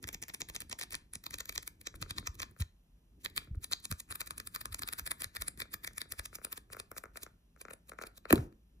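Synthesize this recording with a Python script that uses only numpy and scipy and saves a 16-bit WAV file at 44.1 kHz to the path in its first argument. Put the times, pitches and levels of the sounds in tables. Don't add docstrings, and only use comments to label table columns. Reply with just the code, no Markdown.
import sys
import numpy as np
from scipy import signal
from scipy.fft import rfft, irfft, next_fast_len
from scipy.io import wavfile
from scipy.ndimage import uniform_filter1d

SR = 44100
rng = np.random.default_rng(int(sys.argv[2]) if len(sys.argv) > 2 else 0)


def waveform_to_disk(signal):
    frames = np.transpose(np.atleast_2d(signal))
    scaled = np.clip(frames, -1, 1) * 32767
    samples = np.round(scaled).astype(np.int16)
    wavfile.write(sys.argv[1], SR, samples)


def level_to_linear(level):
    exponent = np.asarray(level, float) / 20
    return 10 ** exponent


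N = 388080

# frequency in Hz, level in dB per Hz.
ROOM_TONE = [(18, -38), (30, -8), (55, 5), (81, -25), (174, -9.5), (364, -31), (1500, -40.5), (2900, -39.5),
             (4500, -42.5), (6200, -52), (8740, -52), (13300, -44.5), (16000, -70)]
ROOM_TONE_DB = -61.5
# time in seconds, level in dB.
AIR_LEVEL = [(0, -53), (1.85, -61), (2.05, -47), (2.45, -53), (2.7, -75), (3.3, -53.5), (4.1, -59),
             (4.8, -56), (6, -58.5), (7.6, -67), (8.31, -65), (8.4, -39), (8.55, -65)]
FAN_DB, FAN_DELAY_S = 7.5, 0.0034

# release in seconds, slap in
# dB, edge hiss in dB over slap, lead of the catch in ms, catch in dB.
CAUGHT = [(0.042, -43.5, -10, 13.5, -43), (0.0892, -42, -1.5, 9.8, -42),
          (0.1464, -42.5, -3.5, 16.8, -41.5), (0.2373, -43.5, -7, 11.3, -39.5),
          (0.2995, -43, -14, 9.7, -44.5), (0.3465, -46, 3, 4.8, -42.5), (0.4108, -47.5, -1, 4.3, -42),
          (0.499, -44, -1, 11, -47.5), (0.6196, -44.5, 1.5, 14.5, -38.5),
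          (0.7156, -41.5, -8, 17.8, -44.5), (0.7989, -49, -2.5, 9.6, -40.5),
          (0.9247, -42, 0, 17.2, -43), (0.9447, -39, -18.5, 12.7, -41),
          (1.155, -43.5, 1.5, 19.2, -42), (1.2657, -42, -1.5, 25.4, -45.5),
          (1.342, -37.5, -4, 33, -42.5), (1.407, -37, -4.5, 21, -43),
          (1.4946, -39.5, -1.5, 38, -46.5), (1.5596, -40, -4.5, 34, -46.5),
          (1.677, -44, 6, 47, -44.5), (1.8721, -34.5, -11.5, 57.3, -49),
          (2.0256, -35.5, -8.5, 67, -47.5), (2.4019, -36, -6.5, 49, -55),
          (2.622, -39.5, -13, 17.2, -42.5),
          (3.2598, -35, -15, 9.2, -32), (3.3781, -29, -2, 13, -38.5), (3.7275, -32.5, -8, 12.6, -41.5),
               (3.925, -37.5, -2.5, 10, -33.5), (4.1242, -39, -5, 7.2, -43.5),
               (4.2153, -35.5, -6, 7.7, -35), (4.308, -37.5, 1, 33.8, -41),
               (4.4013, -35.5, -5.5, 19.5, -39.5), (4.5609, -34.5, -3, 11.3, -36.5),
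               (4.6564, -38.5, 0, 42.2, -37.5), (4.7456, -38, 2.5, 17, -42), (4.8211, -39.5, 0, 27, -40.5),
               (4.834, -39.5, -6, 6.4, -40.5), (4.888, -35.5, -2, 11.4, -41.5),
               (4.935, -36.5, -0.5, 6.3, -38), (4.9957, -33, -1, 7.3, -37.5), (5.0758, -38, 4, 11, -39.5),
               (5.1167, -35.5, 3, 5.5, -40.5), (5.2444, -34.5, -4, 6.5, -42),
               (5.2206, -37.5, 1.5, 13.3, -40), (5.4212, -34, -1, 7.7, -40.5), (5.6201, -35.5, -16, 6, -47),
               (5.876, -36.5, -3.5, 7, -49), (6.0176, -35.5, -3, 7.3, -48)]
# time in seconds, slap in dB,
# rustle in dB over slap, edge hiss in dB over slap.
FREE = [(0.4179, -45, 8, -5), (0.555, -43.5, 1, -2.5), (.5629, -43.5, 6.5, 0.5),
        (0.728, -42, 7, -3.5), (0.8127, -39.5, 7, -1), (0.8234, -43, 4, -3), (0.83, -42, -2.5, 0),
        (0.836, -43.5, 0, -3.5), (0.932, -50.5, -3, -5), (0.9525, -43, 6, 3), (1.334, -49, -5.5, -7),
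        (1.555, -50.5, 1.5, 6.5), (3.7216, -35.5, 6.5, -2), (1.5787, -31, -0.5, -10),
        (2.109, -37, -0.5, -5), (2.1841, -36, -1.5, -6.5), (2.2737, -35.5, -3.5, -9.5),
        (2.419, -38.5, 1.5, -5), (2.431, -35, -0.5, -7), (3.6448, -41, -0.5, 5),
        (3.7335, -37, 5.5, -5.5), (3.8538, -43.5, 3.5, 5),
        (4.003, -48, 4, 10), (4.1093, -40, -13.5, -4.5), (4.157, -43, -7, 6), (4.474, -47.5, -2, 8),
             (5.367, -36.5, -4, -4), (5.6029, -37, -5.5, 0), (5.848, -38.5, -7, -2), (5.483, -37, -4, 2),
             (5.7421, -36.5, -2.5, 2.5), (5.9819, -36.5, -6, -1), (6.1225, -39, -3.5, 2),
             (6.1952, -36, -4.5, -1.5), (6.2583, -42, 1.7, 2), (6.3561, -37.5, -3, 1.5),
             (6.4496, -41.5, -3, 5.5), (6.5281, -37.5, -7.5, 1.5), (6.577, -39.5, -3.5, -1),
             (6.7332, -39.5, -7.5, -2), (6.801, -38.5, -4, -4.5), (6.9814, -42, -1, 6.5),
             (7.173, -41.5, -5, 0), (7.234, -44, 2, 6), (7.6161, -48, -4, 2.5), (7.7098, -39.5, -22, -11),
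             (7.7364, -45, -12.5, -1.5), (7.8965, -50.5, -6, 3), (8.024, -46, -4.5, -1.5),
             (8.0707, -46, -5, -0.5), (8.178, -54, 2.5, 7.5)]
# time in seconds, level in dB.
BITES = [(.034, -52.5), (0.7968, -40.5), (2.6148, -42.5), (3.3733, -30.5), (5.0655, -38), (5.109, -41),
         (0.0738, -46), (0.219, -46.5), (0.283, -46), (0.338, -48.5), (0.404, -47.5), (0.549, -51),
         (5.352, -42.5), (5.5761, -48), (5.836, -45.5)]
# time in seconds, level in dB.
BRUSHES = [(3.8025, -58), (.843, -54), (3.447, -64), (3.555, -67.5), (7.625, -59), (.966, -56),
           (1.357, -58), (2.0164, -47.5), (2.2007, -51), (2.345, -61.5), (3.3009, -57.5), (4.2631, -49.5),
           (5.6273, -52), (5.9347, -57.5)]
# time in seconds, slap in dB, edge hiss in dB over slap.
LANDINGS = [(1.942, -45.5, -40), (2.513, -64, 5.5), (2.5648, -53.5, -23), (3.474, -57, -20),
            (3.5482, -54.5, -20), (3.7146, -42, -10), (3.9157, -44, -12), (6.136, -47, -26.5),
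            (6.3298, -45, -32.5), (6.386, -46.5, -21.5), (6.702, -50, -27), (6.748, -41, -24.5),
            (6.7684, -38, -12), (6.9163, -38, -9.5), (6.9661, -40, -23), (7.0388, -35.5, -12),
            (7.057, -42.5, -25), (7.1586, -40, -31), (7.265, -41, -31.5), (7.5634, -54, -25),
            (7.6524, -39.5, -32), (7.6843, -39.5, -35.5), (7.9192, -37.5, -32.5), (7.935, -49, -23),
            (7.9888, -33.5, -28), (8.0146, -34.5, -25), (8.0374, -33.5, -24), (8.255, -36, -33)]
# time in seconds, level in dB.
LONE_LANDINGS = [(2.228, -51), (2.5983, -52), (5.91, -54), (2.062, -49), (5.655, -52.5), (6.057, -54),
                 (6.4164, -48), (6.4687, -46.5), (3.419, -54), (7.575, -60), (7.695, -53.5), (7.704, -50.5)]
# time in seconds, length in ms, slap in dB, rustle in dB, edge hiss in dB.
CLAP = [
    (8.3074, 2.26, -22.5, -36.5, -34),
    (8.3278, 1.4, -26.5, -32.5, -22),
    (8.3572, 1.3, -46.5, -41.5, -37),
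    (8.3793, 2.5, -36, -57, -60.5),
    (8.5261, 1.4, -60, -74.5, -72.5),
]
# time in seconds, drag of a catch in ms,
# drag of a release in ms, rustle of a release in dB over slap.
GRIP = [
    (0, 1.5, 2.2, 0),
    (1.2, 1.87, 2.66, 0),
    (2.7, 4.1, 2.3, -3.5),
    (3.3, 2.55, 1.3, -3.5),
    (4.6, 3.6, 1.62, -2.5),
    (6, 4.46, 2.54, -3.5),
]

CATCH_SNAP, RELEASE_SNAP, FREE_SNAP = 0.48, 1.6, 1.4
CATCH_SLAP_DB, CATCH_RUSTLE_DB = -4, -7
CATCH_CREEP = 0.16
FREE_MS = 2.99
QUICK_S, QUICK_MS = 0.02, 1.27
BITE_MS = 1.46
BRUSH_MS, BRUSH_SLAP_DB, BRUSH_RUSTLE_DB = 2.4, -11.5, -5.5
LANDING_MS, LANDING_RUSTLE_DB = 2, -24.5

# frequency in Hz, width in Hz, level in dB.
SLAP_MODES = [(1265, 305, 5), (1847, 670, -1.5), (2350, 220, -3.5)]
# time in seconds, lowest mode in dB,
# middle mode in dB, knock of the stiff stack in dB.
POCKET = [(0, -3, 3.5, -4), (1.2, -2, 1.5, -8.5), (2.6, 0, 0.5, -6.5), (3.4, -3, 1, -5.5),
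          (4.2, 1.5, 1, -13), (5.1, 2, 4, -22), (5.9, -3.5, 2, -26), (6.5, -1, -1.5, -19),
          (8.2, 0.5, -0.5, -18), (8.3, 4, -10, -14)]
# time in seconds, ring in dB,
# lean towards the low rustle in dB.
CURL = [(0, -19.5, -3), (.8, -16.5, 0), (1.4, -8.5, -2.5), (2.4, -11.5, 0.5), (3.3, -3.5, 0),
        (3.8, -13, -0.5), (4.5, -12, 0), (5.2, -18.5, 2), (6.4, -23, 0), (7.6, -9, -2.5), (8.1, -12, -1),
        (8.3, -5, 1)]
# time in seconds, boom in dB over slap.
STACK = [
    (0, -5),
    (3, -14.5),
    (6, -12.5),
    (7, -5),
    (8.8, -0.5),
]
# lower edge in Hz, upper edge in Hz.
KNOCK_HZ = [(700, 1000), (2450, 3400)]
RUSTLE_HZ, HISS_HZ = (3450, 7400), (7900, 16500)
CURL_HZ, CURL_WIDTH_HZ = 3945, 350
BOOM_HZ, BOOM_WIDTH_HZ = 298, 530
TICK_HZ, TICK_WIDTH_HZ = 1343, 210
LANDING_SPREAD_DB, LANDING_EDGE_DB = 1.5, -22
PLOP_HZ, PLOP_WIDTH_HZ, PLOP_DB, PLOP_LATENESS = 430, 320, 1.5, 2.2
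PLOP_SLIP_DB = -2.5

# time in seconds, peak in dB, pitch in Hz,
# length in cycles, polarity with strength.
THUDS = [(2.0263, -32.5, 110, 0.85, 0.72), (2.3, -25.5, 68.2, 0.87, 0.47), (2.61, -33, 162, 0.86, 0.79),
         (2.6203, -16, 81.2, 1.12, 0.46), (3.515, -30.5, 92, 0.33, -1.35), (3.537, -27, 57.7, 0.88, 0.63),
         (3.579, -18, 72.5, 0.54, 0.48), (3.908, -41, 130, .6, -1.4), (3.921, -32, 118.5, 0.27, -1.9),
         (3.935, -36, 80, 1.1, 1.5), (4.116, -35, 82, 0.7, 0.48), (4.73, -34, 73, 1.3, 0.61),
         (5.0337, -42.5, 57.6, 1.2, -1.2), (5.268, -35, 76.5, 0.58, 0.59), (5.4083, -36, 67.4, 1.4, -0.58),
         (6.202, -38, 63.5, 0.8, -1.2), (8.3085, -23.5, 467, 1.5, 0.96), (8.322, -22.5, 214.6, 0.66, 1),
         (8.329, -16.5, 944, 1.4, -1.9), (8.3367, -9, 291, 1.08, -1.24), (8.341, -18.5, 74.2, 0.8, 0.75),
         (8.341, -25, 290, .8, 1.4), (8.322, -26, 75.1, .6, -0.16), (8.3715, -31, 345, 1.3, 1.3),
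         (8.3941, -23, 120.6, .8, 0.8), (8.402, -26, 89.5, .8, 0.51), (8.416, -31.5, 84.9, .8, 0.7),
         (8.436, -35, 70, .9, -0.76)]
# time in seconds, level in dB, half length in ms.
STIR = [
    (3.215, -70.5, 13),
    (2.607, -55.5, 9),
    (3.43, -71.5, 25),
]
SETTLE_S, SETTLE_DB, SETTLE_DB_PER_S, SETTLE_LENGTH_S = 8.3, -51, 124, 0.2
# frequency in Hz, level in dB, decay time T60 in seconds.
COVER_RUMBLE = [(102, -39.5, .3), (150, -47, .38), (222, -40, 0.39), (320, -35, 0.32), (460, -48, 0.35)]
COVER_S = 8.345

# frequency in Hz, T60 in seconds.
ROOM_T60 = [(100, .3), (300, .3), (2000, .28), (12000, .2)]
ROOM_DB, WALL_S, WALL_DB = -20, 0.0093, -15.5
ROOM_TILT = 0.28
SHUT_ROOM_DB = -2.5
# frequency in Hz, left in dB, right in dB, likeness from 0 to 1,
# phase of the right port in rad.
PORTS = [(29.8, -4.5, -4.5, 0.9, -4), (330, -1.8, -3, 1, 1.24), (581, 0, -1.5, 0, -1),
         (1085, -1, -6.5, 0.93, -4.5), (1488, -2, -8.5, 0.6, -3), (1978, 7, 3.5, 0.9, -8),
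         (2800, 7, 9.5, 0.48, -9.5), (4130, -0.5, -3, 1, -11), (4600, -1.5, 0, 0.02, -11.5),
         (5730, 4, 5, 1, -12), (8310, 1.1, 0.5, 0.84, -10), (9520, 3, 3, 0.5, -7),
         (14250, 1.5, 1.5, 0.83, 1.15), (15600, -5.5, -4, 0.6, 3.5), (16000, -20.5, -19.5, .8, 2.5),
         (16800, -24, -23.5, .8, 4.5)]
# frequency in Hz, width in Hz, depth from 0 to 1.
NOTCHES = [(2945, 210, 0.6), (9000, 310, 0.3), (11690, 650, 0.9), (15000, 300, 0.8)]
OWN_AIR_DB, OWN_HUM_DB = -21.5, -23.5

SIZE = next_fast_len(N + SR)
HZ = np.fft.rfftfreq(SIZE, 1 / SR) + 1e-3


def rms_one(x):
    return x / np.sqrt(np.mean(x ** 2) + 1e-20)


def in_time(rows, column=1):
    columns = np.transpose(rows)
    return np.interp(np.arange(N) / SR, columns[0], columns[column])


def at_hz(points, hz):
    table_hz, values = np.transpose(points)
    return np.interp(np.log(hz), np.log(table_hz), values)


def shaped(x, response):
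    return irfft(rfft(x, SIZE) * response, SIZE)[..., :N]


def band(x, hz):
    sos = signal.butter(3, hz, "band", fs=SR, output="sos")
    return signal.sosfilt(sos, x) * np.sqrt(SR / 2 / (hz[1] - hz[0]))


def resonance(x, hz, width_hz):
    r = np.exp(-np.pi * width_hz / SR)
    zeros = np.sqrt((1 - r * r) / 2) * np.array([1, 0, -1])
    poles = [1, -2 * r * np.cos(2 * np.pi * hz / SR), r * r]
    return signal.lfilter(zeros, poles, x)


def smooth_noise(samples):
    return rms_one(uniform_filter1d(rng.standard_normal(N), size=samples))


def add(track, s, shape, lead):
    i = round(s * SR) - lead
    skip = max(0, -i)
    track[..., i + skip:i + shape.shape[-1]] += shape[..., skip:N - i]


def floor():
    return level_to_linear(ROOM_TONE_DB) * rms_one(shaped(rng.standard_normal((2, N)), level_to_linear(at_hz(ROOM_TONE, HZ))))


def slips():
    grip_s, catch_ms, release_ms, rustle_db = np.transpose(GRIP)
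    rows = []
    for s, db, edge, lead_ms, catch in CAUGHT:
        rows.append((s - lead_ms / 1000, np.interp(s, grip_s, catch_ms), CATCH_SNAP,
                     catch + CATCH_SLAP_DB, catch + CATCH_RUSTLE_DB, catch))
        rows.append((s, np.interp(s, grip_s, release_ms), RELEASE_SNAP,
                     db, db + np.interp(s, grip_s, rustle_db), db + edge))
    for s, db, rustle, edge in FREE:
        quick = any(0 < s - row[0] < QUICK_S for row in rows)
        rows.append((s, QUICK_MS if quick else FREE_MS, FREE_SNAP, db, db + rustle, db + edge))
    for s, db in BITES:
        rows.append((s, BITE_MS, CATCH_SNAP, db + CATCH_SLAP_DB, db + CATCH_RUSTLE_DB, db))
    for s, db in BRUSHES:
        rows.append((s, BRUSH_MS, CATCH_SNAP, db + BRUSH_SLAP_DB, db + BRUSH_RUSTLE_DB, db))
    for s, db, edge in LANDINGS:
        rows.append((s, LANDING_MS, 1, db, db + LANDING_RUSTLE_DB, db + edge))
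    for s, length_ms, *db in CLAP:
        rows.append((s, length_ms, 1, *db))
    return sorted(rows)


def air():
    lumps = smooth_noise(1500)
    passing = np.zeros(N)
    for s, *_ in slips():
        add(passing, s + FAN_DELAY_S, np.hanning(1200), lead=600)
    gusts = rng.standard_normal(N) * level_to_linear(4 * np.clip(lumps, -2, 1.3))
    stray_gusts = gusts * rng.choice([-1, 1], N)
    gusts = np.array([gusts, stray_gusts]) * level_to_linear(FAN_DB * np.minimum(passing, 1))
    return level_to_linear(in_time(AIR_LEVEL)) * rms_one(band(gusts, (32, 105)) + 0.47 * band(gusts, (140, 330)))


def fibres(rough_db, clump_db):
    catch, clumps = smooth_noise(12), smooth_noise(70)
    crackle = level_to_linear(np.minimum(rough_db * catch + clump_db * clumps, 6))
    return rms_one(rng.standard_normal((2, N)) * crackle)


def contact(creep_db=-12, creep=2.17, bridge_db=-9, linger_db=-19, linger_ms=5,
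            whisper_db=-22, whisper_ms=9):
    power, snaps, ticks = np.zeros((3, N)), np.zeros((3, N)), np.zeros(N)
    ms = np.arange(-1800, 1800) * 1000 / SR
    shortest_ms, rise, fall = 0.8, 0.65, 0.35
    before, earlier = -1, np.zeros((3, 1))
    for s, length_ms, snap, *db in slips():
        drag = np.clip(length_ms - shortest_ms, 0.3, 4)
        core = np.exp(np.where(ms < 0, ms / (rise * drag), -ms / (fall * drag)))
        warning = CATCH_CREEP if snap == CATCH_SNAP else 1
        creeping = warning * level_to_linear(2 * creep_db) * drag * np.exp(ms / (creep * drag + 0.16))
        flutter = level_to_linear(2 * linger_db) * np.exp(-ms / linger_ms)
        skirt = np.where(ms < 0, creeping, flutter)
        gap_ms, before = 1000 * (s - before), s
        dull = np.clip((db[0] - max(db[1:]) - 9) / 6, length_ms == LANDING_MS, 1)
        slap_amp = level_to_linear(np.array(db[:1]))
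        gain = level_to_linear(np.array(db))[:, None] * [[1 - 0.85 * dull], [1], [1]]
        whisper = warning * level_to_linear(2 * whisper_db) * np.exp(ms / whisper_ms) * (ms < 0)
        whisper = whisper * np.minimum(1, level_to_linear(-52.0) / gain) ** 2 * drag * [[0.3], [0.7], [1]]
        rubbing = level_to_linear(2 * bridge_db) * (ms > -gap_ms) * (ms < 0) * (gap_ms < 17)
        add(power, s, np.minimum(gain, earlier) ** 2 * rubbing, lead=1800)
        earlier = gain
        add(power, s, gain ** 2 * (core * 3.49 / (drag + 0.5) + skirt + whisper), lead=1800)
        add(snaps, s, snap * gain / (2.1 * drag + 0.99), lead=0)
        add(ticks, s, dull * slap_amp, lead=0)
    for s, db in LONE_LANDINGS:
        add(ticks, s, level_to_linear(np.array([db])), lead=0)
    return power, snaps, ticks


def patchy(x, hz, tilt_db, lean_db=0):
    tilt = lean_db + tilt_db * smooth_noise(600)
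    middle = np.sqrt(hz[0] * hz[1])
    return band(x * level_to_linear(tilt), (hz[0], middle)) + band(x * level_to_linear(-tilt), (middle, hz[1]))


def swoop(lateness, knee_hz, early_s):
    return np.exp(-2j * np.pi * (lateness * np.log(1 + HZ / knee_hz) - HZ * early_s))


def slap_pockets(drive, snaps):
    push = level_to_linear(-3.5) * drive[0] + level_to_linear(14.5) * snaps[0]
    pocket_db = [in_time(POCKET, 1), in_time(POCKET, 2), 0]
    slap = 0
    for k, (hz, width_hz, db) in enumerate(SLAP_MODES):
        slap = slap + (-1) ** k * level_to_linear(db + pocket_db[k]) * resonance(push, hz, width_hz)
    return band(slap, (650, 2800)) * level_to_linear(-12.0)


def stack_knock(drive, snaps):
    knock = level_to_linear(in_time(POCKET, 3)) * (drive[1] + level_to_linear(10.5) * snaps[1])
    return level_to_linear(-2.5) * band(knock, KNOCK_HZ[0]) + level_to_linear(-6) * band(knock, KNOCK_HZ[1])


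def paper_rustle(drive, snaps):
    scrape = drive[1] + level_to_linear(9.0) * snaps[1] * np.array([[1], [-1]])
    rustle = level_to_linear(-4.5) * patchy(scrape, RUSTLE_HZ, tilt_db=2.5, lean_db=in_time(CURL, 2))
    ring = band(resonance(scrape, CURL_HZ, CURL_WIDTH_HZ), RUSTLE_HZ) / 3
    return rustle + level_to_linear(in_time(CURL, 1) + 9) * ring


def stack_boom(drive, snaps, ticks):
    push = level_to_linear(19.5) * snaps[0] + level_to_linear(-1.0) * drive[0, 0] - level_to_linear(14.5) * ticks
    push = level_to_linear(in_time(STACK)) * push
    return level_to_linear(-14.5) * band(resonance(push, BOOM_HZ, BOOM_WIDTH_HZ), (120, 900))


def flat_landings(ticks):
    ticks_early = -np.roll(ticks, -30)
    bright = level_to_linear(LANDING_SPREAD_DB * np.sin(np.arange(N) / 517))
    pop = resonance(ticks_early, TICK_HZ, TICK_WIDTH_HZ)
    pop = pop - level_to_linear(-7.5) * resonance(ticks_early * bright, 2300, 500)
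    pop = level_to_linear(8.5) * band(band(pop, (600, 2600)), (400, 3100)) / 3.6
    return pop + level_to_linear(LANDING_EDGE_DB) * band(ticks_early * bright, (2300, 6500))


def plops(snaps, ticks):
    full = level_to_linear(LANDING_SPREAD_DB * np.sin(np.arange(N) / 731))
    push = level_to_linear(PLOP_SLIP_DB + in_time(STACK)) * snaps[0] - ticks * full
    plop = level_to_linear(PLOP_DB) * band(resonance(push, PLOP_HZ, PLOP_WIDTH_HZ), (200, 900))
    return shaped(plop, swoop(PLOP_LATENESS, knee_hz=61.74, early_s=0.00353))


def pages():
    power, snaps, ticks = contact()
    drive = np.sqrt(power)[:, None] * fibres(rough_db=4, clump_db=2.8)
    blow = slap_pockets(drive, snaps) + stack_boom(drive, snaps, ticks)
    blow = shaped(blow, swoop(1.4926, knee_hz=61.03, early_s=0.00139))
    hiss = level_to_linear(-3.5) * patchy(drive[2] + level_to_linear(13.5) * snaps[2], HISS_HZ, tilt_db=2.5)
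    paper = blow + plops(snaps, ticks) + stack_knock(drive, snaps) + paper_rustle(drive, snaps) + hiss
    return paper, flat_landings(ticks)


def thuds():
    out = np.zeros(N)
    t = np.arange(-2000, 4000) / SR
    for s, db, hz, cycles, polarity in THUDS:
        turns = hz * t
        wave = np.cos(2 * np.pi * (turns - 0.14 * turns ** 2))
        add(out, s, polarity * level_to_linear(db) * np.exp(-(turns / cycles) ** 2) * wave, lead=2000)
    return out


def settling():
    now = np.arange(N) / SR
    t = now - SETTLE_S
    level = level_to_linear(SETTLE_DB - SETTLE_DB_PER_S * np.abs(t)) * (t > 0)
    level = level * np.clip((SETTLE_LENGTH_S - t) / 0.062, 0, 1)
    for s, db, half_ms in STIR:
        level = level + level_to_linear(db) * np.exp(-(1000 * (now - s) / half_ms) ** 2)
    return level * band(fibres(rough_db=2.0, clump_db=1.0), (1900, 14500))


def cover():
    t = np.arange(SR // 2) / SR
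    hum = np.zeros(len(t))
    for hz, db, t60 in COVER_RUMBLE:
        hum += level_to_linear(db - 60 * t / t60) * band(rng.standard_normal(len(t)), (hz / 1.1, hz * 1.22))
    out = np.zeros(N)
    add(out, COVER_S, hum * np.minimum(t / 0.022, 1), lead=0)
    return out


def room(x):
    t, tail = np.arange(SR // 2) / SR, 0
    for hz in 90 * 2. ** np.arange(8):
        noise = band(rng.standard_normal((2, len(t))), (hz / 1.41, min(hz * 1.41, 16000)))
        tail = tail + hz ** ROOM_TILT * noise * level_to_linear(-60 * t / at_hz(ROOM_T60, hz))
    tail = tail * np.clip(t / 0.013, 0, 1)
    tail = tail / np.sqrt(np.sum(tail ** 2, axis=1, keepdims=True))
    wall = level_to_linear(WALL_DB) * np.exp(-2j * np.pi * HZ * WALL_S) / (1 + (HZ / 2600) ** 4)
    return shaped(x, level_to_linear(ROOM_DB) * rfft(tail, SIZE) + wall)


def ports(x):
    hz, left_db, right_db, alike, phase = np.transpose(PORTS)
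    apart = np.minimum(HZ / 430, 1) ** 3
    alike = 1 - apart * (1 - np.clip(np.interp(HZ, hz, alike), 0, 1))
    turn = level_to_linear(np.interp(HZ, hz, right_db)) * np.exp(1j * apart * np.interp(HZ, hz, phase))
    left = shaped(x[0], level_to_linear(np.interp(HZ, hz, left_db)))
    right = shaped(x[0], turn * alike) + shaped(x[1], turn * np.sqrt(1 - alike ** 2))
    return np.array([left, right])


def notches():
    response = np.ones(len(HZ))
    for hz, width_hz, depth in NOTCHES:
        response *= 1 - np.clip(depth, 0, 1) / (1 + (2 * (HZ - hz) / width_hz) ** 2)
    return response


def scene():
    paper, landing = pages()
    knocks, quiet, (draught, stray) = thuds(), floor(), air()
    low_pass = signal.butter(2, 500, fs=SR, output="sos")
    stray = level_to_linear(OWN_AIR_DB) * stray + level_to_linear(OWN_HUM_DB) * signal.sosfilt(low_pass, quiet[1])
    own = band(quiet, (700, 7500)) * np.sqrt(6800 / (SR / 2))
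    near = landing * [[1], [0.3]] + room(level_to_linear(1.5) * landing)
    shut = np.arange(N) > SETTLE_S * SR
    to_room = paper[0] * np.where(shut, level_to_linear(SHUT_ROOM_DB), 1) + knocks * np.where(shut, 1, 0.3)
    heard = paper + knocks + room(to_room) + draught + cover() + settling()
    at_ports = ports(heard + quiet - own) + near
    return shaped(at_ports, notches()) + 0.72 * own + stray * [[1], [-1]]


def roll_off(x):
    return signal.sosfilt(signal.butter(12, 16870, fs=SR, output="sos"), x)


def record(dry):
    return roll_off(dry)


dry = scene()
out = record(dry)
waveform_to_disk(out)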